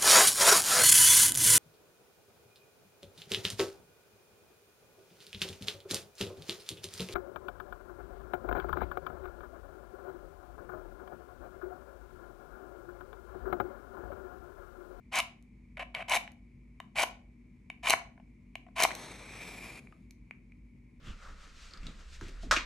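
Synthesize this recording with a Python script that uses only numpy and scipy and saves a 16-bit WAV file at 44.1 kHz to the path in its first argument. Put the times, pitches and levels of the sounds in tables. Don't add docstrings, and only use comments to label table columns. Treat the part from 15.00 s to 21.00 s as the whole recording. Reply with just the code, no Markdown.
import sys
import numpy as np
from scipy import signal
from scipy.fft import rfft, irfft
from scipy.io import wavfile
from scipy.ndimage import uniform_filter1d, map_coordinates

SR = 44100
rng = np.random.default_rng(int(sys.argv[2]) if len(sys.argv) > 2 else 0)


def materialize(psi):
    bounded = np.clip(np.atleast_2d(psi).T, -1, 1)
    quanta = np.round(bounded * 32767).astype(np.int16)
    wavfile.write(sys.argv[1], SR, quanta)


N = 264600
TIME = np.arange(N) / SR
MS = 1e-3


def gain_of(db):
    return 10 ** (np.asarray(db) / 20)


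def evened(x):
    return x / np.sqrt(np.mean(x ** 2) + 1e-20)


def read(points, hz):
    point_hz, value = np.transpose(points)
    return np.interp(np.log(hz + 1), np.log(point_hz + 1), value)


def add(mix, start_s, sound):
    part = mix[max(round(start_s * SR), 0):][:len(sound)]
    part += sound[:len(part)]


def shaped(x, points):
    return irfft(rfft(x) * gain_of(read(points, np.fft.rfftfreq(N, 1 / SR))), N)


def smooth_noise(count, size):
    return evened(uniform_filter1d(rng.standard_normal(count), size=size))


def above(hz, corner_hz, order=6):
    return 1 - 1 / (1 + (hz / corner_hz) ** order)


def resonance(hz, centre_hz, width_hz):
    return 1 / (1 + (2 * (hz - centre_hz) / width_hz) ** 2)


def grains(count, per_s, spread_db):
    size = gain_of(spread_db * np.minimum(rng.exponential(1, count), 4))
    sign = rng.choice([-1., 1.], count)
    struck = rng.random(count) < per_s / SR
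    return evened(size * sign * struck)


def ringing(colour_db, size=4096):
    log_gain = np.log(gain_of(colour_db(abs(np.fft.fftfreq(size, 1 / SR)))))
    spectrum = np.exp(np.conj(signal.hilbert(log_gain)))
    ring = np.fft.ifft(spectrum).real[:size // 2]
    return ring / np.linalg.norm(ring)


def burst(ring, level_db, length_ms, chatter, size=800):
    age = np.arange(size) / (SR * MS * max(length_ms, .1))
    push = rng.standard_normal(size) * np.sqrt(age) * np.exp(-1.5 * age)
    push *= chatter * length_ms ** 2 / np.linalg.norm(push)
    push[0] = 1
    sound = signal.fftconvolve(push, ring)
    return gain_of(level_db) * sound / np.linalg.norm(sound) * np.sqrt(5 * MS * SR)


# frequency_hz, relative_gain_db
ROOM_AIR_COLOUR = [(20, -33.5), (32, -24), (42, -5), (52, 2), (64, -7.5), (90, -7.5), (135, -8),
                   (165, -10.5), (200, -5.5), (270, -13.5), (340, -19), (500, -35.5), (800, -50),
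                   (1030, -43.5), (1500, -68.5)]
# frequency_hz, relative_gain_db
MIC_HISS_COLOUR = [(500, -19), (1000, -8), (1500, -15), (1850, -7.5), (2280, 7.5), (2700, -11), (3300, -18),
                   (6500, -20.5), (10000, -24), (15000, -36)]
# pitch_hz, level_db, waver_hz
HUM_TONES = [(49.9, -61, 0.95), (128.3, -70, 0.5), (241.4, -64.5, 1.2)]


def background(air_db=-58, hiss_db=-75, flicker_db=-0.43):
    spread = 0.1 * shaped(rng.standard_normal((2, N)), [(40, -23.5), (250, 10), (600, 23.5)])
    air = evened(shaped(rng.standard_normal(N) + spread, ROOM_AIR_COLOUR))
    hiss_noise = rng.standard_normal(N) + .9 * rng.standard_normal((2, N))
    hiss = evened(shaped(hiss_noise, MIC_HISS_COLOUR))
    hiss *= gain_of(flicker_db * smooth_noise(N, 1500))
    hum = 0
    for pitch_hz, level_db, waver_hz in HUM_TONES:
        wavering_hz = pitch_hz + waver_hz * smooth_noise(N, 5000)
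        tone = np.sin(2 * np.pi * np.cumsum(wavering_hz) / SR)
        hum = hum + gain_of(level_db) * evened(tone)
    return gain_of(air_db) * air + gain_of(hiss_db) * hiss + hum


# frequency_hz, decay_s
ROOM_DECAY = [(200, 0.6), (1000, 0.33), (2800, .31), (7000, 0.26), (14000, 0.15)]


def room(x, early_db=-14, late_db=-13, early_s=0.004):
    t = np.arange(SR // 2) / SR
    sparse = rng.random((2, len(t))) < 5000 / SR
    common, own = rng.standard_normal((2, len(t))) * sparse
    own = signal.lfilter(*signal.butter(1, 900, "high", fs=SR), own)
    taps = np.array([common + own, common - own])
    early = taps * (t > .001) * np.exp(-t / early_s)
    hz, frame_s, frames = signal.stft(taps * (t > .007), SR, nperseg=256)
    decay = gain_of(-60 * frame_s / read(ROOM_DECAY, hz)[:, None])
    late = signal.istft(frames * decay, SR, nperseg=256)[1][:, :len(t)]
    response = gain_of(early_db) * evened(early) + gain_of(late_db) * evened(late)
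    response /= np.sqrt(len(t))
    return signal.fftconvolve(x[None], response, axes=1)[:, :N]


def flame(level_db=-57):
    colour = [(30, -26.5), (70, -3.0), (130, 1.5), (300, -9.0), (600, -14), (1500, -52.0)]
    rumble = evened(shaped(rng.standard_normal(N), colour))
    swell = np.interp(TIME, [3.85, 4.0, 4.6, 4.8, 5.05], [0.058, 0.67, 1, 0.85, 0.024])
    return gain_of(level_db) * rumble * swell


# pitch_hz, width_hz, lift_db
BOX_RESONANCES = [(688, 180, 9.5), (790, 44, 4), (1047, 130, 9), (1505, 310, 2.5), (2020, 760, 3),
                  (2288, 260, 10), (2600, 86, 3), (3003, 250, 11.5), (3860, 820, 7), (5990, 170, 6),
                  (7230, 250, 4.5), (9500, 1900, 2.5)]
# frequency_hz, relative_gain_db
BOX_COLOUR = [(60, -32.5), (200, -14.5), (450, -8.5), (640, 1), (1250, -4), (2500, 1.5), (3400, -9.5),
              (5000, -8.5), (8500, -11), (12000, -12), (14000, -19.5), (16000, -24.5)]


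def box_db(hz, boom_db, treble_db, panel_hz, panel_db=6, panel_width=0.34):
    rings = list(BOX_RESONANCES) + [(panel_hz, panel_width * panel_hz, panel_db)]
    modes = sum(lift_db * resonance(hz, pitch_hz, width_hz) for pitch_hz, width_hz, lift_db in rings)
    boom = boom_db * (1 - above(hz, 2000))
    return read(BOX_COLOUR, hz) + modes + boom + treble_db * above(hz, 3800)


def knock(level_db, boom_db, treble_db, panel_hz, length_ms, panel_db=6, panel_width=.34):
    ring = ringing(lambda hz: box_db(hz, boom_db, treble_db, panel_hz, panel_db, panel_width))
    return burst(ring, level_db, length_ms, chatter=1.0)


# start_s, length_ms, level_db, swell_db
LIGHT_RUBS = [(.768, 16, -45.5, -1.5), (.791, 44.2, -42, -7.5), (.941, 87.7, -42.5, 0)]
RUB_BOOM_DB, RUB_TREBLE_DB, RUB_PANEL_HZ, RUB_PANEL_DB, RUB_BITE_MS = -.5, -15.5, 570, 4.5, 3.3
# start_s, level_db, boom_db, panel_hz
STICK_TAPS = [(0.7713, -42.5, -0.5, 2350), (.949, -31.5, -12.5, 2250), (1.277, -45, -4, 1730),
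              (1.802, -40.5, -5.5, 1000), (1.986, -27, -12, 2450), (2.701, -37, -7.5, 2400),
              (2.871, -29, -14, 2380), (3.555, -37, -15, 2450), (3.907, -37, 3, 1850),
              (3.915, -36, -3, 1880)]
TAP_TREBLE_DB, TAP_MS = -13, 1.1
# start_s, level_db, panel_hz, ring_lift_db
FINGER_BUMPS = [(3.177, -57.5, 1050, 6), (3.199, -57, 865, 10), (3.666, -54, 727, 12),
                (3.685, -58.5, 712, 7), (3.937, -43.5, 380, 14), (4.924, -55, 1248, 17)]
BUMP_BOOM_DB, BUMP_TREBLE_DB, BUMP_MS = 12.5, -14, 2


def handling(bump_ring_width=.13):
    out = np.zeros(N)
    for start_s, length_ms, level_db, swell_db in LIGHT_RUBS:
        rub = scrape(length_ms * MS, level_db, swell_db, RUB_BOOM_DB, RUB_TREBLE_DB,
                     RUB_PANEL_HZ, RUB_PANEL_DB, RUB_BITE_MS)
        add(out, start_s, rub)
    for start_s, level_db, boom_db, panel_hz in STICK_TAPS:
        add(out, start_s, knock(level_db, boom_db, TAP_TREBLE_DB, panel_hz, TAP_MS))
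    for start_s, level_db, panel_hz, ring_db in FINGER_BUMPS:
        bump = knock(level_db, BUMP_BOOM_DB, BUMP_TREBLE_DB, panel_hz, BUMP_MS, ring_db, bump_ring_width)
        add(out, start_s, bump)
    return out


# frequency_hz, relative_gain_db
SNAP_COLOUR = [(100, -23), (400, -6.5), (800, -6.5), (1600, -9), (2400, 2), (3300, -7), (4200, 1.5),
               (5000, -6.5), (6200, 0), (8000, -8), (11000, -2.5), (13000, -7), (16000, -16)]


def snap(level_db, treble_db, ring_db, length_ms, ring_hz=2320, ring_width_hz=450):
    def colour_db(hz):
        ring = ring_db * resonance(hz, ring_hz, ring_width_hz)
        return read(SNAP_COLOUR, hz) + ring + treble_db * above(hz, 3200)
    return burst(ringing(colour_db), level_db, length_ms, chatter=1.9)


# start_s, level_db, treble_db, sputter_ms
LOUD_SNAPS = [(0.188, -30.5, 1, .8), (1.097, -37, 10, 0.86), (1.154, -30, -4, .5), (2.033, -30, -6, 1.9),
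              (2.898, -22.5, -2, 1.1), (2.905, -20, -4, 1.5), (3.802, -27, -6, 1.1),
              (3.8236, -26.5, -5, .9), (3.833, -24.5, 6, 2.2), (3.8374, -20.5, 0, .65),
              (3.952, -41, 6, .54)]
# start_s, level_db, treble_db, mid_ring_db
MATCH_TICKS = [(0.426, -69.5, 12, 5), (1.319, -64, 9.5, 2), (4.872, -54, -28, 14.5), (5.109, -55, 7, 18),
               (5.31, -41, -30.5, 11), (5.521, -57.5, -22, 16)]
TICK_MS = 0.414


def crackle():
    out = np.zeros(N)
    for start_s, level_db, treble_db, sputter_ms in LOUD_SNAPS:
        add(out, start_s, snap(level_db, treble_db, ring_db=1.0, length_ms=sputter_ms))
    for start_s, level_db, treble_db, ring_db in MATCH_TICKS:
        add(out, start_s, snap(level_db, treble_db, ring_db, TICK_MS))
    return out


# frequency_hz, relative_gain_db
JET_COLOUR = [(100, -12.5), (250, 5), (600, 0), (1000, -1), (1500, -5.5), (1950, 0.5), (2350, 4),
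              (3000, -10), (4000, -4.5), (5000, -9.5), (7500, -11.5), (10500, -16), (12300, -16),
              (13600, -36)]
# time_s, relative_level_db
BURN_STRENGTH = [(3.97, -47.5), (3.992, -44), (4.174, -50.5), (4.476, -46.5), (4.63, -50.5), (4.638, -48.5),
                 (4.76, -51.5)]
CATCH_FIRE_S, BURNT_OUT_S, OUT_S, OUT_DROP_DB, OUT_FADE_DB_PER_S = 3.86, 4.796, 0.0058, 15.5, 60
ECHO_MS, ECHO_GROWS_MS, ECHO_CURVE = .411, .09, 2.2
ECHO_STRENGTH, ECHO_FADES = .78, .55


def flare(level_db=-2.5, flutter_db=1.47, fizz_grows=0.49, ridge_grows=1.78, ridge_hz=2400, ridge_width_hz=260):
    flutter = smooth_noise(N, 500)
    jets = evened(shaped(grains(N, per_s=20000, spread_db=0.5), JET_COLOUR))
    fizz = shaped(jets, [(5500, -36.5), (9500, 5.0)])
    ridge = signal.lfilter(*signal.iirpeak(ridge_hz, ridge_hz / ridge_width_hz, fs=SR), jets)
    fizz_gain = fizz_grows * np.interp(TIME, [4.3, 4.6], [0, 1])
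    ridge_gain = ridge_grows * np.interp(TIME, [4.05, 4.3], [0, 1])
    jets = jets + fizz_gain * fizz + ridge_gain * ridge
    spent_s = np.maximum(TIME - BURNT_OUT_S, 0)
    dying_db = OUT_DROP_DB * np.minimum(spent_s / OUT_S, 1) + OUT_FADE_DB_PER_S * spent_s
    burn_db = np.interp(TIME, *np.transpose(BURN_STRENGTH))
    jets *= (TIME > CATCH_FIRE_S) * gain_of(level_db + burn_db - dying_db + flutter_db * flutter)
    thrown = shaped(jets, [(1000, -14), (4000, -7), (6500, 0)])
    burnt = np.clip((TIME - CATCH_FIRE_S) / (BURNT_OUT_S - CATCH_FIRE_S), 0, 1)
    delay_s = (ECHO_MS + ECHO_GROWS_MS * burnt ** ECHO_CURVE) * MS
    echo = map_coordinates(thrown, [(TIME - delay_s) * SR], order=3)
    return jets - ECHO_STRENGTH * (1 - ECHO_FADES * burnt ** 2) * echo


def scattered(per_s, length_s, count=16):
    at = (np.arange(count) + rng.random(count)) / max(per_s * length_s, 1e-3)
    return at[at < 1]


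CATCHES_PER_S, CATCH_DB, CATCH_HZ, CATCH_SPREAD_OCT = 45, -4.5, 1900, .45


def scrape(length_s, level_db, swell_db, boom_db, treble_db, panel_hz, panel_db, bite_ms,
           full_speed_at=.53, boom_lag=0.26, grit_lag=.5, judder_db=1.5):
    size = SR // 4
    out = np.zeros(size)
    teeth = grains(size, per_s=9000, spread_db=2.5)[:round(length_s * SR)]
    judder = smooth_noise(size, 200)[:len(teeth)]
    along = np.linspace(0, 1, len(teeth))
    bite = np.minimum(along * length_s / (max(bite_ms, 1) * MS), 1) ** 2
    slow_db = -swell_db * np.maximum(1 - along / full_speed_at, 0) ** 1.4
    push = evened(teeth * gain_of(judder_db * judder))
    push = push * gain_of(level_db + slow_db) * bite * signal.windows.tukey(len(teeth), .06)
    ring = ringing(lambda hz: box_db(hz, boom_db, treble_db, panel_hz, panel_db))
    boom = signal.lfilter(*signal.butter(1, 1100, fs=SR), ring)
    grit = signal.lfilter(*signal.butter(1, 4000, "high", fs=SR), ring)
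    middle = ring - boom - grit
    for part, lag, grip in ((boom, boom_lag, 1), (middle, 0, 1), (grit, grit_lag, bite)):
        add(out, 0, signal.fftconvolve(push * grip * gain_of(lag * slow_db), part))
    catch_hz = CATCH_HZ * 2 ** (CATCH_SPREAD_OCT * rng.standard_normal(16))
    catch_gain = bite * gain_of((0.5 + grit_lag) * slow_db)
    for at, hz in zip(scattered(CATCHES_PER_S, length_s), catch_hz):
        catch = knock(level_db + CATCH_DB, boom_db=-4, treble_db=treble_db - 4, panel_hz=hz, length_ms=1.4)
        add(out, at * length_s, catch * np.interp(at, along, catch_gain))
    return out


# start_s, slip_s, level_db,
# swell_db (up to full speed), panel_hz, slip_level_db, slip_boom_db, slip_ring_hz
FULL_STROKES = [(0.111, 0.202, -28, 20, 1030, -24.5, -16, 2300),
                (1.076, 1.173, -28, 12.5, 930, -38.5, -10.5, 2294),
                (1.947, 2.036, -28, 16, 900, -26, 12.5, 776),
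                (2.825, 2.937, -29.5, 13, 992, -19, 17.5, 415.5),
                (3.751, 3.851, -28, 17, 1100, -20, 23.5, 884)]
STROKE_BOOM_DB, STROKE_TREBLE_DB, STROKE_PANEL_DB, SLIP_MS, SLIP_TREBLE_DB = -3, -1, 8, 3.5, -3
BITE_MS_PER_DB = 0.69
SPECKS_PER_S, SPECK_DB, SPECK_TREBLE_DB = 45, -8, 8


def strokes(hot_from=.5):
    out = np.zeros(N)
    for start_s, slip_s, level_db, swell_db, panel_hz, slip_db, slip_boom_db, slip_hz in FULL_STROKES:
        length_s = slip_s - start_s
        stroke = scrape(length_s + SLIP_MS * MS, level_db, swell_db, STROKE_BOOM_DB, STROKE_TREBLE_DB,
                        panel_hz, STROKE_PANEL_DB, BITE_MS_PER_DB * swell_db)
        add(out, start_s, stroke)
        add(out, slip_s, knock(slip_db, slip_boom_db, SLIP_TREBLE_DB, slip_hz, length_ms=.9))
        hot_s = (1 - hot_from) * length_s
        speck = snap(level_db + SPECK_DB, SPECK_TREBLE_DB, ring_db=-2, length_ms=.6)
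        for at in scattered(SPECKS_PER_S, hot_s):
            add(out, slip_s - at * hot_s, speck)
    return out


def scene(fire_room_db=-3):
    box = strokes() + handling() + crackle()
    fire = flare() + flame()
    return box + fire + room(box + gain_of(fire_room_db) * fire) + background()


# frequency_hz, left_lead_rad
PORT_LEAD = [(300, 0), (700, 0), (1100, -.3), (2200, .45), (3300, -.15), (5200, 1), (7000, .45),
             (9000, 1.1), (11500, 1.9), (13000, 2.6), (16000, 2.7)]
# frequency_hz, left_minus_right_db
PORT_LEVEL = [(50, 0), (250, 2.8), (650, 4), (1050, 6), (1500, 1.2), (2000, 1), (2600, -.7), (6000, .6),
              (16000, 0)]
EDGE_HZ = 15900


def record(dry):
    hz = np.fft.rfftfreq(N, 1 / SR)
    half = np.array([[.5], [-.5]])
    ports = gain_of(half * read(PORT_LEVEL, hz)) * np.exp(1j * half * read(PORT_LEAD, hz))
    low_pass = signal.firwin(511, EDGE_HZ, window=("kaiser", 9), fs=SR)
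    return signal.oaconvolve(irfft(rfft(dry) * ports, N), low_pass[None], "same")


dry = scene()
out = record(dry)
materialize(out)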